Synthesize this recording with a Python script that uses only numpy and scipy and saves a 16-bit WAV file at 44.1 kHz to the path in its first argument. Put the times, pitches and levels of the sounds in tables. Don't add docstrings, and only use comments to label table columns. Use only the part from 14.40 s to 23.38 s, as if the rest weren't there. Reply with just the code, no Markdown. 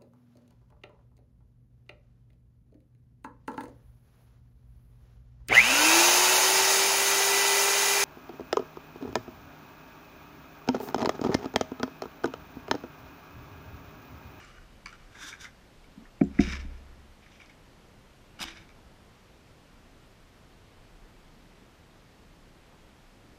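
import sys
import numpy as np
from scipy import signal
from scipy.fft import rfft, irfft, next_fast_len
from scipy.io import wavfile
from scipy.ndimage import uniform_filter1d, map_coordinates

SR = 44100
rng = np.random.default_rng(int(sys.argv[2]) if len(sys.argv) > 2 else 0)


def to_linear_factor(level_db):
    exponent = np.asarray(level_db, float) / 20
    return 10 ** exponent


def wrap_up_sound(samples):
    columns = np.atleast_2d(samples).T
    tamed = np.clip(columns, -1, 1)
    steps = np.round(tamed * 32767).astype(np.int16)
    wavfile.write(sys.argv[1], SR, steps)


N = 396018
TIME = np.arange(N) / SR

# (peak time [s], rise [s], fall [s], body level [dB], grit over body [dB])
RUMMAGE = [
    (0.0, .002, 0.34, -52.5, -14),
    (0.463, .002, 0.25, -52, -14),
]
# (peak time [s], rise [s], fall [s], body level [dB], grit over body [dB])
TRAY = [
    (.757, .01, .1, -61, -15),
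    (.83, 0.1, 0.17, -45.5, -0.5),
    (.885, 0.21, 0.12, -54, 7.5),
    (.926, .02, 0.064, -50, -11),
    (1.012, 0.037, 0.11, -56.5, 9.5),
    (1.046, 0.067, 0.073, -48, -4),
]
# (peak time [s], rise [s], fall [s], body level [dB], grit over body [dB])
DRAG = [
    (1.975, .08, 0.18, -67, 6),
    (2.009, 0.024, 0.087, -55.5, 16),
    (2.04, .05, 0.24, -50, 7),
    (2.123, 0.18, 0.15, -44.5, 3),
    (2.343, .03, .3, -65, -7),
]
# (peak time [s], rise [s], fall [s], body level [dB], grit over body [dB])
FUMBLE = [
    (2.83, .04, 0.25, -66, -4),
    (2.92, .03, .15, -72, 7),
    (2.96, .05, .1, -70, 5),
    (3.01, .03, .12, -60.5, -2),
    (3.1, .02, .06, -66, -5),
]
# (peak time [s], rise [s], fall [s], body level [dB], grit over body [dB])
SCRAPE = [
    (3.99, .006, .05, -54, -10),
    (4.002, .006, 0.097, -45.5, 1.5),
    (4.015, .01, .05, -41, 2),
    (4.029, .02, .018, -39, 2.5),
    (4.04, .008, 0.012, -42.5, 2),
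]
# (peak time [s], rise [s], fall [s], body level [dB], grit over body [dB])
PUFFS = [
    (4.051, .005, .04, -48, -1),
    (4.084, .1, .11, -45.5, -3.5),
    (4.107, .004, .02, -50, -1),
    (4.178, 0.14, .1, -56, -3.5),
    (4.214, .03, 0.086, -62, -8),
]

# (frequency [Hz], level [dB per Hz])
STICKS_COLOUR = [(800, -31), (1200, 3), (1800, -5), (3000, -13.5), (6000, -8), (8000, -11), (13000, -40)]
# (frequency [Hz], level [dB per Hz])
CARD_COLOUR = [(500, -25), (900, -6), (1400, -3), (2500, -12.5), (4200, -18.5), (6000, -12), (9000, -22),
               (15400, -33.5)]
# (frequency [Hz], level [dB per Hz])
SKIN_COLOUR = [(500, -25), (1000, -0.5), (1700, 2.5), (3200, -13.5), (4300, -19), (6000, -15.5),
               (8500, -31), (14000, -43.5)]
# (frequency [Hz], level [dB per Hz])
HEAD_COLOUR = [(300, -30), (700, -5), (1500, -6.5), (3300, -7.5), (4300, -11.5), (6500, -13), (11000, -17),
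               (15400, -27)]
# (frequency [Hz], level [dB per Hz])
FUMBLE_COLOUR = [(1200, -28), (2000, 3), (3000, 1), (4300, -18), (6000, -7), (8000, -22), (13000, -39)]
# (frequency [Hz], level [dB per Hz])
FLARE_COLOUR = [(300, -22), (700, -12.5), (1500, -4), (3000, -10), (4300, -16), (6000, -14), (9000, -24),
                (15400, -42)]

# (frequency [Hz], width [Hz], lift [dB])
RIBS = [(2300, 83, 10.5), (2900, 82, 14.5), (3600, 73, 5), (5000, 100, 9), (5900, 340, 6.5)]
# (frequency [Hz], width [Hz], lift [dB])
BOX = [(1600, 220, 6.5), (2290, 150, 4), (3600, 350, 7), (5000, 250, 3), (5840, 340, 2.5), (6700, 300, 2.5)]
# (frequency [Hz], width [Hz], lift [dB])
GROOVES = [(1400, 120, 6.5), (1740, 130, 4.5), (2300, 210, 12), (2820, 220, 4.5), (3710, 100, 11.5),
           (5140, 300, 9.5), (5870, 510, 3.5)]
# (frequency [Hz], width [Hz], lift [dB])
STRIP = [(2310, 98, 4), (2920, 110, 5.5), (3720, 150, 10.5), (4970, 140, 14), (5750, 300, 8),
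         (7320, 300, 3), (12100, 300, 4)]
# (frequency [Hz], width [Hz], lift [dB])
PIPE_AT_MATCH = [(2330, 220, 6.5), (3650, 300, 9.5), (5000, 250, 10), (5850, 350, 5.5)]
# (time [s], level [dB], frequency [Hz], time to fall 60 dB [s])
BOX_HUM = (4, -44.5, 331.5, .5)

# (time [s], peak level [dB], brightness [dB], ring [Hz])
BOX_TICKS = [(0.0116, -45, -11, 1560), (0.181, -43, -20, 1470), (0.5274, -37, -12, 1340),
             (0.753, -40, -25, 1545), (0.8372, -37.5, -7, 1600), (0.9363, -40, -22, 1600),
             (1.044, -36, -10, 1470), (1.6542, -43.5, -26, 1790)]
# (time [s], peak level [dB], brightness [dB], ring [Hz])
RIB_TICKS = [(0.9278, -30, -16, 2260), (1.052, -30.5, -32, 2050), (1.4416, -48, -10, 2270),
             (2.0052, -33, -3, 2280), (2.1016, -33, -10, 2330), (2.133, -26, -20, 2290),
             (3.0005, -40, -19, 2330), (3.0175, -39, -16, 2260), (3.0964, -41, -16, 2230),
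             (4.0271, -31, -1, 2330), (4.172, -38, -16, 2280), (4.1864, -45, -20, 2230),
             (4.2906, -45, -12, 2300), (4.303, -46, -30, 2300)]
# (time [s], peak level [dB], brightness [dB], ring [Hz])
SNAPS = [
    (0.4588, -28, -8, 2250),
    (2.2094, -47, -5, 2290),
    (2.8617, -46, -19, 2230),
    (2.919, -51, -14, 1950),
    (3.059, -53, -2, 2500),
    (3.992, -37, -10, 2940),
]
# (time [s], peak level [dB], brightness [dB], ring [Hz])
SPECKS = [
    (0.0474, -55, 3, 1290),
    (1.838, -53, 3, 1490),
]
# (time [s], peak level [dB], brightness [dB], ring [Hz])
CRACKS = [
    (1.8113, -26, -40, 2330),
    (1.989, -19, -34, 2020),
]

# (delay [s], level [dB])
FLUTTER = [(0.0104, -8.5), (0.0233, -14), (.0325, -16), (.045, -26)]
# (time [s], peak level [dB], frequency [Hz], boom level [dB], shake level [dB])
THUMPS = [
    (1.818, -7, 262, -40, -51),
    (1.997, -6, 254, -30, -28.5),
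]
# (delay [s], level [dB])
THUMP_ECHOES = [
    [(.011, -7.5), (.0187, -12.5)],
    [(.0105, -14), (.0145, -13.5)],
]
# (time [s], peak level [dB])
FORERUNNERS = [
    (1.8142, -24),
    (1.9932, -36.5),
]
# (frequency [Hz], first blow level [dB], second blow level [dB], time to fall 60 dB [s])
WALL = [(171.5, -18, -45, 0.2), (204, -15.5, -17, 0.22), (274.3, -14, -20.5, 0.2),
        (356.5, -16.5, -16, 0.15), (422, -22, -31, 0.097), (552, -25.5, -30, 0.08),
        (700, -22, -18.5, 0.082)]
# (time [s], peak level [dB], frequency [Hz])
NUDGES = [(0.84, -48.5, 295), (1.576, -37.5, 228), (1.621, -47, 266), (1.91, -38, 215), (2.073, -27.5, 212),
          (2.128, -35.5, 204), (2.247, -37.5, 240), (2.299, -54, 198), (4.004, -38.5, 220),
          (4.048, -44, 246), (4.209, -63, 143)]
# (time [s], peak level [dB], frequency [Hz], spread [s])
JOLTS = [
    (1.822, -43, 60, 0.0083),
    (2.01, -22.5, 50, 0.0092),
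    (4.05, -47, 69, 0.019),
    (4.47, -48.5, 60.4, 0.011),
]

# (time [s], level [dB])
BREEZE = [(0.0, -65), (0.25, -54), (0.63, -57), (1.07, -64.5), (1.9, -55), (2.15, -45), (2.5, -51),
          (2.95, -60.5), (3.6, -63.5), (4.15, -56), (4.68, -64), (5.03, -68), (5.43, -62), (6.2, -61.5),
          (6.73, -56), (7.45, -65), (8.1, -59.5), (8.98, -63)]
# (frequency [Hz], level [dB per Hz])
BUFFET_COLOUR = [(10, -24.5), (20, -6.5), (30, -1.5), (42, -7.5), (60, -25), (120, -71)]
# (peak time [s], rise [s], fall [s], level [dB])
RUMBLES = [
    (1.86, 0.33, .3, -59),
    (2.03, 0.14, 0.38, -44),
    (4.15, .4, 0.37, -59),
]
# (frequency [Hz], level [dB per Hz])
MURMUR_COLOUR = [(32, -33), (55, 2), (75, 0.5), (220, -3), (390, -9.5), (950, -18), (2070, -19)]
# (frequency [Hz], level [dB per Hz])
HISS_COLOUR = [(390, -11), (950, -14.5), (3000, -20), (5080, -25), (8000, -31), (11100, -36.5),
               (13000, -35.5), (15400, -37)]
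# (frequency [Hz], width [Hz], lift [dB])
SELF_TONES = [(10040, 230, 3.5), (11840, 430, 3)]
# (frequency [Hz], chance [0-1])
TREBLE_GAPS = [(12600, 0), (13000, .3), (14200, .45), (14950, .6), (15100, .97)]


def unit(x):
    return x / np.sqrt(np.mean(x ** 2) + 1e-20)


def along(points, hz):
    f, v = np.transpose(points)
    return np.interp(np.log(hz + 1), np.log(f + 1), v)


def wobble(rate):
    return map_coordinates(rng.standard_normal(int(N * rate / SR) + 4), [TIME * rate])


def filtered(x, response):
    m = next_fast_len(N + SR // 2)
    return irfft(rfft(x, m) * response(np.fft.rfftfreq(m, 1 / SR)), m)[..., :N]


def lifted(modes, f):
    peaks = [1 + (to_linear_factor(db) - 1) * 1j * f * w / (c * c - f * f + 1j * f * w) for c, w, db in modes]
    return np.prod(peaks, axis=0)


def band(f, low_hz, high_hz):
    return (1j * f / low_hz / (1 + 1j * f / low_hz)) ** 2 / (1 + 1j * f / high_hz) ** 2


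def echoes(x, returns):
    return filtered(x, lambda f: 1 + sum(to_linear_factor(db) * np.exp(-2j * np.pi * f * s) for s, db in returns))


def effort(s, rise, fall):
    distance = np.where(TIME < s, (s - TIME) / rise, (TIME - s) / fall)
    return np.maximum(-20 * distance, -120)


def push(s, hz, spread):
    out, near = np.zeros(N), abs(TIME - s) < 5 * spread
    t = TIME[near] - s
    out[near] = -np.cos(2 * np.pi * hz * t) * np.exp(-.5 * (t / spread) ** 2)
    return out


def ring(s, hz, t60, attack):
    out, live = np.zeros(N), (TIME > s) & (TIME < s + t60)
    t = TIME[live] - s
    out[live] = np.sin(2 * np.pi * hz * t) * to_linear_factor(-60 * t / t60) * (1 - np.exp(-t / attack))
    return out


def handling():
    sticks = rub(RUMMAGE, STICKS_COLOUR, RIBS, grain_db=1.0, lump_db=1.5, grit_grows=1.1)
    fumble = rub(FUMBLE, FUMBLE_COLOUR, PIPE_AT_MATCH, grain_db=1.0, lump_db=2.5, grit_grows=1.2)
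    tray = rub(TRAY, CARD_COLOUR, BOX + BOX, grain_db=0.0, lump_db=1.5, grit_grows=1.7)
    drag = rub(DRAG, SKIN_COLOUR, GROOVES, grain_db=3.0, lump_db=2.0, grit_grows=1.5)
    return sticks + fumble + tray + drag + match_strike()


def match_strike():
    scrape = rub(SCRAPE, HEAD_COLOUR, STRIP, grain_db=3.0, lump_db=-0.3, grit_grows=1.53)
    flare = rub(PUFFS, FLARE_COLOUR, PIPE_AT_MATCH, grain_db=1, lump_db=1.5, grit_grows=1.64)
    s, db, hz, t60 = BOX_HUM
    hum = to_linear_factor(db + 3.5 * wobble(25)) * ring(s, hz, t60, attack=0.036)
    return scrape + flare + hum


def rub(strokes, spectrum, modes, grain_db, lump_db, grit_grows):
    grains = rng.standard_normal(N) * to_linear_factor(grain_db * wobble(900) + lump_db * wobble(70))
    colour = lambda f: to_linear_factor(along(spectrum, f)) * lifted(modes, f)
    low = lambda f: 1 / (1 + (f / 3000) ** 8)
    body = unit(filtered(grains, lambda f: colour(f) * np.sqrt(low(f))))
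    grit = unit(filtered(grains, lambda f: colour(f) * np.sqrt(1 - low(f))))
    body_power, grit_power = np.zeros(N), np.zeros(N)
    for s, rise, fall, db, grit_db in strokes:
        stroke = effort(s, rise, fall)
        body_power += to_linear_factor(db + stroke) ** 2
        grit_power += to_linear_factor(db + grit_db + grit_grows * stroke) ** 2
    return np.sqrt(body_power) * body + np.sqrt(grit_power) * grit


def contacts():
    taps = ticks([(BOX_TICKS, 3000, -10), (RIB_TICKS, 3700, -14), (SNAPS, 4500, -8), (SPECKS, 7300, -10)])
    cracks = ticks([(CRACKS, 1400, -10)])
    return echoes(taps, FLUTTER) + filtered(cracks, lambda f: 1 / (1 + (f / 2800) ** 8))


def ticks(groups):
    tone, dull, bright = np.zeros((3, N + SR))
    t = np.arange(800) / SR
    shape = lambda rise: (t / rise * np.exp(1 - t / rise)) ** 1.55
    for table, chink_hz, crackle_db in groups:
        for s, db, bright_db, hz in table:
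            noise = rng.standard_normal((2, len(t)))
            start = round(s * SR) - 30
            at = slice(start, start + len(t))
            tone[at] += to_linear_factor(db - 6.5) * shape(0.0021) * np.sin(2 * np.pi * hz * t)
            tone[at] += to_linear_factor(db + bright_db - 6.5) * shape(0.0022) * np.sin(2 * np.pi * chink_hz * t)
            dull[at] += to_linear_factor(db + crackle_db) * shape(0.0029) * noise[0]
            bright[at] += to_linear_factor(db + bright_db) * shape(0.0012) * noise[1]
    dull = to_linear_factor(39.5) * filtered(dull[:N], lambda f: band(f, 973, 2510) ** 5)
    bright = to_linear_factor(44.0) * filtered(bright[:N], lambda f: band(f, 4260, 6650) ** 5 * lifted(RIBS[3:], f))
    return tone[:N] + dull + bright


def thumps():
    out = sum(to_linear_factor(db) * push(s, 644, spread=0.0017) for s, db in FORERUNNERS)
    for k, (s, db, hz, boom_db, shake_db) in enumerate(THUMPS):
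        out += to_linear_factor(db) * echoes(push(s, hz, spread=0.0022), THUMP_ECHOES[k])
        for wall_hz, *levels_db, t60 in WALL:
            out += to_linear_factor(db + levels_db[k]) * ring(s - .004, wall_hz, t60, attack=0.0061)
        out += to_linear_factor(boom_db + 1.3 * wobble(8)) * ring(s, 67.8, 1.46, attack=0.027)
        shake = ring(s, 34, 0.57, attack=0.006) + 0.38 * ring(s, 95, 0.39, attack=0.006)
        out += to_linear_factor(shake_db + 3.7 * wobble(12.35)) * shake
    return out


def nudges():
    return echoes(sum(to_linear_factor(db) * push(s + 0.005, hz, spread=0.0035) for s, db, hz in NUDGES), FLUTTER)


def rocking():
    return sum(to_linear_factor(db) * push(s, hz, spread) for s, db, hz, spread in JOLTS)


def air():
    buffet = to_linear_factor(np.interp(TIME, *np.transpose(BREEZE)) + 0.92 * 20 * np.log10(to_linear_factor(1)) * wobble(2.5))
    rumble = unit(filtered(rng.standard_normal(N), lambda f: to_linear_factor(along(BUFFET_COLOUR, f))))
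    rumbles_power = sum(to_linear_factor(db + effort(*when)) ** 2 for *when, db in RUMBLES)
    murmur = np.sqrt(to_linear_factor(-59) ** 2 + rumbles_power)
    z = signal.stft(rng.standard_normal(N), nperseg=512)[2]
    field = uniform_filter1d(rng.standard_normal(z.shape), size=8, axis=0)
    field = uniform_filter1d(field, size=24, axis=1)
    patchy = signal.istft(z * to_linear_factor(0.46 * unit(field)), nperseg=512)[1][:N]
    low = lambda f: 1 / (1 + (f / 600) ** 4)
    deep = unit(filtered(patchy, lambda f: to_linear_factor(along(MURMUR_COLOUR, f)) * np.sqrt(low(f))))
    hiss_colour = lambda f: to_linear_factor(along(HISS_COLOUR, f)) * lifted(SELF_TONES, f)
    hiss = unit(filtered(patchy, lambda f: hiss_colour(f) * np.sqrt(1 - low(f))))
    return buffet * rumble + murmur * deep + to_linear_factor(-62.5) * hiss


def whine():
    out = np.zeros(N)
    for k, (size, turn) in enumerate(rng.standard_normal((8, 2)), 7):
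        out += to_linear_factor(-102 + 3 * size) * np.sin(2 * np.pi * (k * 1000 * TIME + turn))
    return out


def scene():
    return (handling() + contacts() + thumps() + nudges() + rocking() + air() + whine())[None]


def roll_off(x):
    return signal.sosfilt(signal.butter(12, 15530, fs=SR, output="sos"), x)


def record(dry):
    hz, _, z = signal.stft(filtered(dry, lambda f: f < 15350), SR, nperseg=2048)
    dice = np.repeat(rng.random((172, z.shape[-1])), 6, axis=0)[:len(hz)]
    top = abs(z[0, hz > 12000]).mean(axis=0)
    faint = top < 1.6 * np.median(top)
    lost = (dice < along(TREBLE_GAPS, hz)[:, None]) & faint
    mix = signal.istft(z * ~lost, SR, nperseg=2048)[1][:, :N]
    return roll_off(mix)


dry = scene()
out = record(dry)
wrap_up_sound(out)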